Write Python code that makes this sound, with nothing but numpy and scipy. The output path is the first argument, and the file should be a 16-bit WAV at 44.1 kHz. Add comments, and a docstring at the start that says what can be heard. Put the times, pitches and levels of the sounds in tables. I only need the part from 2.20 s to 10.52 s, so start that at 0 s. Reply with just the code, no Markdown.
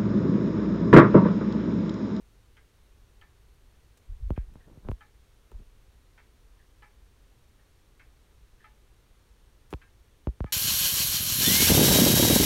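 """A low hush and microphone hiss, both filtered noise, run throughout a quiet room.
A longcase clock ticks out of beat: noise snaps, ringing case modes and a clatter of scattered clicks.
Then the hand on the microphone shifts its grip in bursts: shaped noise scuffs, rumbles and rubs, and
filtered pulses make close, dull knocks. Amid this a second clock takes four faint steps of soft noise."""
import sys
import numpy as np
from scipy.fft import rfft, irfft, next_fast_len
from scipy.io import wavfile
from scipy.ndimage import map_coordinates

SR = 44100
rng = np.random.default_rng(int(sys.argv[2]) if len(sys.argv) > 2 else 0)


def transcribe(u):
    """Save the signal u as a 16-bit wav file named by the first command-line argument.

    u: samples, shape (n,) or (channels, n), limited to [-1, 1]; the rate is SR.
    q: integer samples, one column per channel.
    """
    v = np.clip(np.atleast_2d(u).T, -1, 1)
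    q = np.round(v * 32767).astype(np.int16)
    wavfile.write(sys.argv[1], SR, q)


N = 367044
TOP_HZ = 15800  # upper band limit


def amp(db):
    """Decibels to gain."""
    return 10 ** (np.asarray(db) / 20)


def unit(x):
    """Scale to rms 1."""
    return x / np.sqrt(np.mean(x ** 2) + 1e-20)


def gain(points, hz):
    """Gain at hz from a curve of (f/Hz, level/dB) points joined on a log frequency axis."""
    f, db = np.transpose(points)
    return amp(np.interp(np.log(hz + 1), np.log(f + 1), db))


def filtered(x, response):
    """Filter x by a function of frequency, with padding against wrap-around."""
    size = next_fast_len(len(x) + SR // 2)
    spectrum = rfft(x, size) * response(np.fft.rfftfreq(size, 1 / SR))
    return irfft(spectrum, size)[:len(x)]


def noise(spectrum, size):
    """Coloured noise of rms 1: white noise shaped by a spectral curve."""
    white = rng.standard_normal(size)
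    return unit(filtered(white, lambda hz: gain(spectrum, hz)))


def causal(magnitude):
    """Minimum-phase response of this magnitude, its cepstrum folded so that energy comes early."""
    cepstrum = irfft(np.log(np.maximum(magnitude, 1e-6)))
    half = len(cepstrum) // 2
    cepstrum[1:half] *= 2
    cepstrum[half + 1:] = 0
    return np.exp(rfft(cepstrum))


def fade(t, t60):
    """Exponential decay by 60 dB in t60 seconds."""
    return np.exp(-np.log(1000) * t / t60)


def add(track, s, sound):
    """Mix a sound into the track at s seconds."""
    start = max(round(s * SR), 0)
    part = track[start:][:len(sound)]
    part += sound[:len(part)]


def room(air_db=-58.0, hiss_db=-75):
    """The steady low hush of the house under the microphone's own hiss, as two coloured noises."""
    # colour of the hush: f/Hz, relative level/dB
    air_tone = [(15, -8.5), (28, -3), (53, -1), (72, -8.5), (115, -13), (160, -22.5), (300, -24.5),
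                (420, -23), (650, -31), (1100, -31), (2500, -35), (4000, -36), (5200, -54)]
    # colour of the microphone hiss: f/Hz, relative level/dB
    hiss_tone = [(2000, -37.5), (3800, -14.5), (4400, 3), (4900, -2), (5400, 1), (6600, 0), (7600, -3),
                 (8600, -1), (9700, -1), (10400, -8), (11000, -3), (12500, -4), (15500, -10.5)]
    air = amp(air_db) * noise(air_tone, N)
    hiss = amp(hiss_db) * noise(hiss_tone, N)
    return air + hiss


def beats():
    """Two beats to a pendulum swing, yielding time, level, snap level and whether on the exit pallet."""
    # swings timed at the entry pallet: t/s, relative level/dB, relative first-contact snap level/dB
    swings = [(0.3682, -64, 5), (2.162, -61.5, 0), (3.977, -59.5, -6), (5.796, -60, -14),
              (7.615, -61.5, -5)]
    # out of beat: the exit pallet falls well before the half swing, a little louder
    exit_lag_s, exit_db, exit_snap_db = 0.6455, 1.5, 0.5
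    for s, db, snap_db in swings:
        yield s, db, snap_db, False
        yield s + exit_lag_s, db + exit_db, snap_db + exit_snap_db, True


def clatter(t, chatter_db, echoes_hz=900, diffuse=.5, hold=0.022, t60=0.24, jitter=.0005):
    """The pallet's bounces, scattered by case and walls: distinct echoes on a diffuse tail."""
    # dense response of the case between its strong modes: f/Hz, relative level/dB
    case_tone = [(300, -24), (700, -2), (1000, 1), (1400, 2), (2300, 6), (2750, -10), (3200, -9),
                 (3700, -11), (5000, -16), (12000, -36)]
    # the pallet lands on the tooth and chatters before it settles: nominal delay/s, relative level/dB
    bounces = [(.001, -3), (.0055, -6), (.0112, -8), (0.0181, -8), (.0245, -4)]
    echoes = (rng.random(len(t)) < echoes_hz / SR) * rng.choice([-1, 1], len(t))
    tail = diffuse * rng.standard_normal(len(t))
    clicks = (unit(echoes) + tail) / np.hypot(1, diffuse)
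    clicks *= fade(np.maximum(t - hold, 0), t60)
    for delay, db in bounces:
        add(clicks, delay + jitter * rng.standard_normal(), amp([db + chatter_db]))
    colour = unit(gain(case_tone, np.fft.rfftfreq(len(t), 1 / SR)))
    return irfft(rfft(clicks) * causal(colour))


def longcase(ring_db=5, clatter_db=-5, entry_chatter_db=28, exit_chatter_db=23, snap_t60=0.06,
             build_cycles=8, vary_db=3.5, detune=0.0019):
    """The escape wheel drops on each pallet in turn; each stirs the same modes in its own proportions."""
    # modes of movement and case: nominal f/Hz, mean entry and exit pallet levels/dB (relative), t60/s
    case_modes = [(832, -63, -3, 0.19), (857, -15, -9, 0.27), (977, -24, -13, 0.22), (1250, -4, 3.5, 0.1),
                  (1320, -6, 1, 0.091), (1480, -4, -9, 0.1), (1615, -4, -11, 0.21), (1690, -16, -15, 0.17),
                  (1720, -32, -2, 0.17), (1783, -7, -4.5, 0.2), (2040, -6, -9, 0.13), (2176, -2, -20, 0.13),
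                  (2320, -11, -10, 0.17), (2470, -1.5, -10, 0.084), (2650, -12, -18, 0.2),
                  (2820, -21, -18, 0.12), (2965, -45, -11.5, 0.064), (3150, -10, -15, 0.092)]
    # tooth meeting pallet: f/Hz, relative level/dB
    snap_tone = [(500, -29), (1500, 3), (2500, -7), (3150, 13.5), (3700, -17.5), (4400, -4), (5500, -20),
                 (12000, -19)]
    out, t = np.zeros(N), np.arange(SR // 2) / SR
    hz, entry_db, exit_db, t60 = np.transpose(case_modes)[:, :, None]
    swell = 1 - np.exp(-hz * t / build_cycles)  # the low modes of the case take longest to fill
    for s, db, snap_db, on_exit in beats():
        mode_db, chatter_db = (exit_db, exit_chatter_db) if on_exit else (entry_db, entry_chatter_db)
        # each beat varies a little in mode strength and pitch
        strength = amp(mode_db + vary_db * rng.standard_normal(hz.shape))
        mode_hz = hz * (1 + detune * rng.standard_normal(hz.shape))
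        phase = 2 * np.pi * (mode_hz * t + rng.random(hz.shape))
        modes = strength * np.sin(phase) * swell * fade(t, t60)
        ring = amp(ring_db) * np.sum(modes, axis=0)
        snap = amp(snap_db) * noise(snap_tone, len(t)) * fade(t, snap_t60)
        rattle = amp(clatter_db) * clatter(t, chatter_db)
        add(out, s, amp(db) * (snap + ring + rattle))
    return out


def stroke(t, attack, hold, t60):
    """Pressure of a finger: it swells from t = 0, is held until t = hold, then dies away."""
    swell = np.sin(np.pi / 2 * np.clip(t / attack, 0, 1)) ** 2
    return swell * fade(np.maximum(t - hold, 0), t60)


def grip(slips_hz=140, grain_db=4):
    """Fingers press and slide on the casing: rumble, a dull rub that catches and slips, and short scuffs."""
    # brief dry scuffs of skin: t/s, level/dB, t60/s
    scuffs = [(1.773, -58, 0.071), (2.104, -54, 0.013), (2.339, -58, .01), (2.709, -57.5, 0.055),
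              (3.316, -56.5, .015), (7.505, -57, 0.19), (7.527, -55, 0.031)]
    # colour of the scuffs: f/Hz, relative level/dB
    scuff_tone = [(200, 11), (1000, 2), (3000, 0), (4800, -2.5), (7000, -0.5), (9500, -2), (15000, -7)]
    # fingers press, then let the casing settle: t of the firmest moment/s, level/dB, settling t60/s
    presses = [(1.908, -32.5, 0.27), (2.03, -26.5, 0.41), (2.2, -42.5, 0.98), (2.665, -38, 0.17),
               (2.712, -36, 0.14), (3.35, -41, 0.45)]
    # colour of the pressing: f/Hz, relative level/dB
    rumble_tone = [(15, -5.5), (29, 2.5), (50, -1), (90, -15), (160, -43), (400, -82)]
    # fingers slide over the casing: start t/s, length before the die-away/s, level/dB
    slides = [(2.09, 0.04, -58), (2.25, 0.15, -62), (2.433, 0.15, -56), (2.622, 0.066, -49),
              (3.298, 0.12, -60.5)]
    # colour of the sliding: f/Hz, relative level/dB
    rub_tone = [(50, -22), (130, 13), (300, 3.5), (600, -5), (1200, -13.5), (2200, -32), (6000, -44)]
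    press_rise_s = 0.036
    slide_attack_s, slide_t60 = 0.028, 0.15
    time = np.arange(N) / SR
    pressure = sum(amp(db) * stroke(time - s + press_rise_s, press_rise_s, press_rise_s, t60)
                   for s, db, t60 in presses)
    sliding = sum(amp(db) * stroke(time - s, slide_attack_s, length, slide_t60)
                  for s, length, db in slides)
    # smooth random swings of level make the rub catch and slip
    slip_points = rng.standard_normal(int(time[-1] * slips_hz) + 4)
    slips = map_coordinates(slip_points, [time * slips_hz])
    rub = unit(amp(grain_db * slips) * noise(rub_tone, N))
    out = pressure * noise(rumble_tone, N) + sliding * rub
    t = time[:SR // 10]
    for s, db, t60 in scuffs:
        add(out, s, amp(db) * fade(t, t60) * noise(scuff_tone, len(t)))
    return out


def knocks(lag_cycles=0.574, level_db=46, rebound_hz=700):
    """Each knock is a push and a soft rebound; lows arrive later, so it falls from a click into a thump."""
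    # knocks of the grip on the casing: t/s, relative strength/dB, hardness/Hz, low cut/Hz, ring/dB
    hits = [(2.105, -19, 746, 50, -7.5), (2.119, -33, 420, 90, -14), (2.177, -24, 950, 42.7, -25),
            (2.3556, -40, 1290, 128, -16), (2.573, -40.5, 350, 60, -18), (2.687, -24.5, 1210, 110, -8),
            (2.6943, -25, 520, 48.7, -20), (2.7153, -29.5, 1380, 45.3, -6), (3.317, -49, 1110, 250, 3.5),
            (3.401, -44, 300, 110, -11), (7.5278, -26.5, 1020, 200, 0), (7.537, -30, 2140, 51, 0),
            (7.5404, -33.5, 646, 160, 1), (8.0709, -19.5, 743, 47, -4.5), (8.087, -31.5, 500, 56.4, -9),
            (8.2052, -22.5, 1280, 40.3, -30), (8.243, -25, 1500, 87, -23)]
    # how the casing passes a knock to the microphone: f/Hz, relative level/dB
    casing_tone = [(20, 3), (55, 7.5), (110, -2), (200, -9), (350, -15.5), (600, -20), (1100, -26),
                   (1900, -30), (2800, -33), (4500, -35), (7000, -39), (15000, -33)]
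    # short rings of the casing: f/Hz, width/Hz, relative level/dB
    shell_modes = [(372, 83, -9.5), (1000, 200, -17), (1280, 130, -21.5), (2600, 1000, -19.5)]
    # a looser grip rings more and rebounds more; a harder contact rebounds sooner
    rebound_base_db, rebound_per_ring, rebound_cycles = -4.5, 1, 2.55
    out, hz = np.zeros(N), np.fft.rfftfreq(SR // 2, 1 / SR)
    dispersion = np.exp(-2j * np.pi * lag_cycles * np.log((hz + 10) / TOP_HZ))
    shell = sum(amp(db) * 1j * hz * width / (f * f - hz * hz + 1j * hz * width)
                for f, width, db in shell_modes)
    # the rebound is strongest around rebound_hz
    rebound_tone = 2 * hz * rebound_hz / (hz ** 2 + rebound_hz ** 2)
    for s, db, hard_hz, cut_hz, ring_db in hits:
        contact = 1 / np.sqrt(1 + (hz / hard_hz) ** 4)  # a softer contact loses its highs
        low_cut = 1 / np.sqrt(1 + (cut_hz / (hz + 1)) ** 6)
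        # a loose grip lets the shell ring
        body = np.hypot(gain(casing_tone, hz), amp(ring_db) * np.abs(shell))
        rebound_db = rebound_base_db + rebound_per_ring * ring_db
        delay = rebound_cycles / hard_hz
        rebound = amp(rebound_db) * rebound_tone * np.exp(-2j * np.pi * hz * delay)
        knock = irfft(causal(body * contact * low_cut) * dispersion * (1 + rebound))
        add(out, s, amp(db + level_db) * knock[:len(knock) // 2])
    return out


def far_clock(rise=0.0061, t60=0.25):
    """Soft steps that arrive mostly as reverberation: coloured noise with a quick swell and a decay."""
    # steps of the far clock: t/s, relative level/dB
    steps = [(2.394, -61.5), (4.388, -64), (5.385, -70), (6.400, -60)]
    # colour of a step: f/Hz, relative level/dB
    step_tone = [(400, -34), (800, -4), (1300, -9), (1600, 7), (1850, 14), (2250, -14), (3200, -4),
                 (6000, -33)]
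    out, t = np.zeros(N), np.arange(SR // 2) / SR
    envelope = (1 - np.exp(-t / rise)) * fade(t, t60)
    for s, db in steps:
        add(out, s, amp(db) * noise(step_tone, len(t)) * envelope)
    return out


def scene():
    """The room, both clocks and the hand summed at one microphone."""
    return (room() + longcase() + grip() + knocks() + far_clock())[None]


def record(dry):
    """Keep nothing at or above the band limit."""
    return np.array([filtered(channel, lambda hz: hz < TOP_HZ) for channel in dry])


dry = scene()
out = record(dry)
transcribe(out)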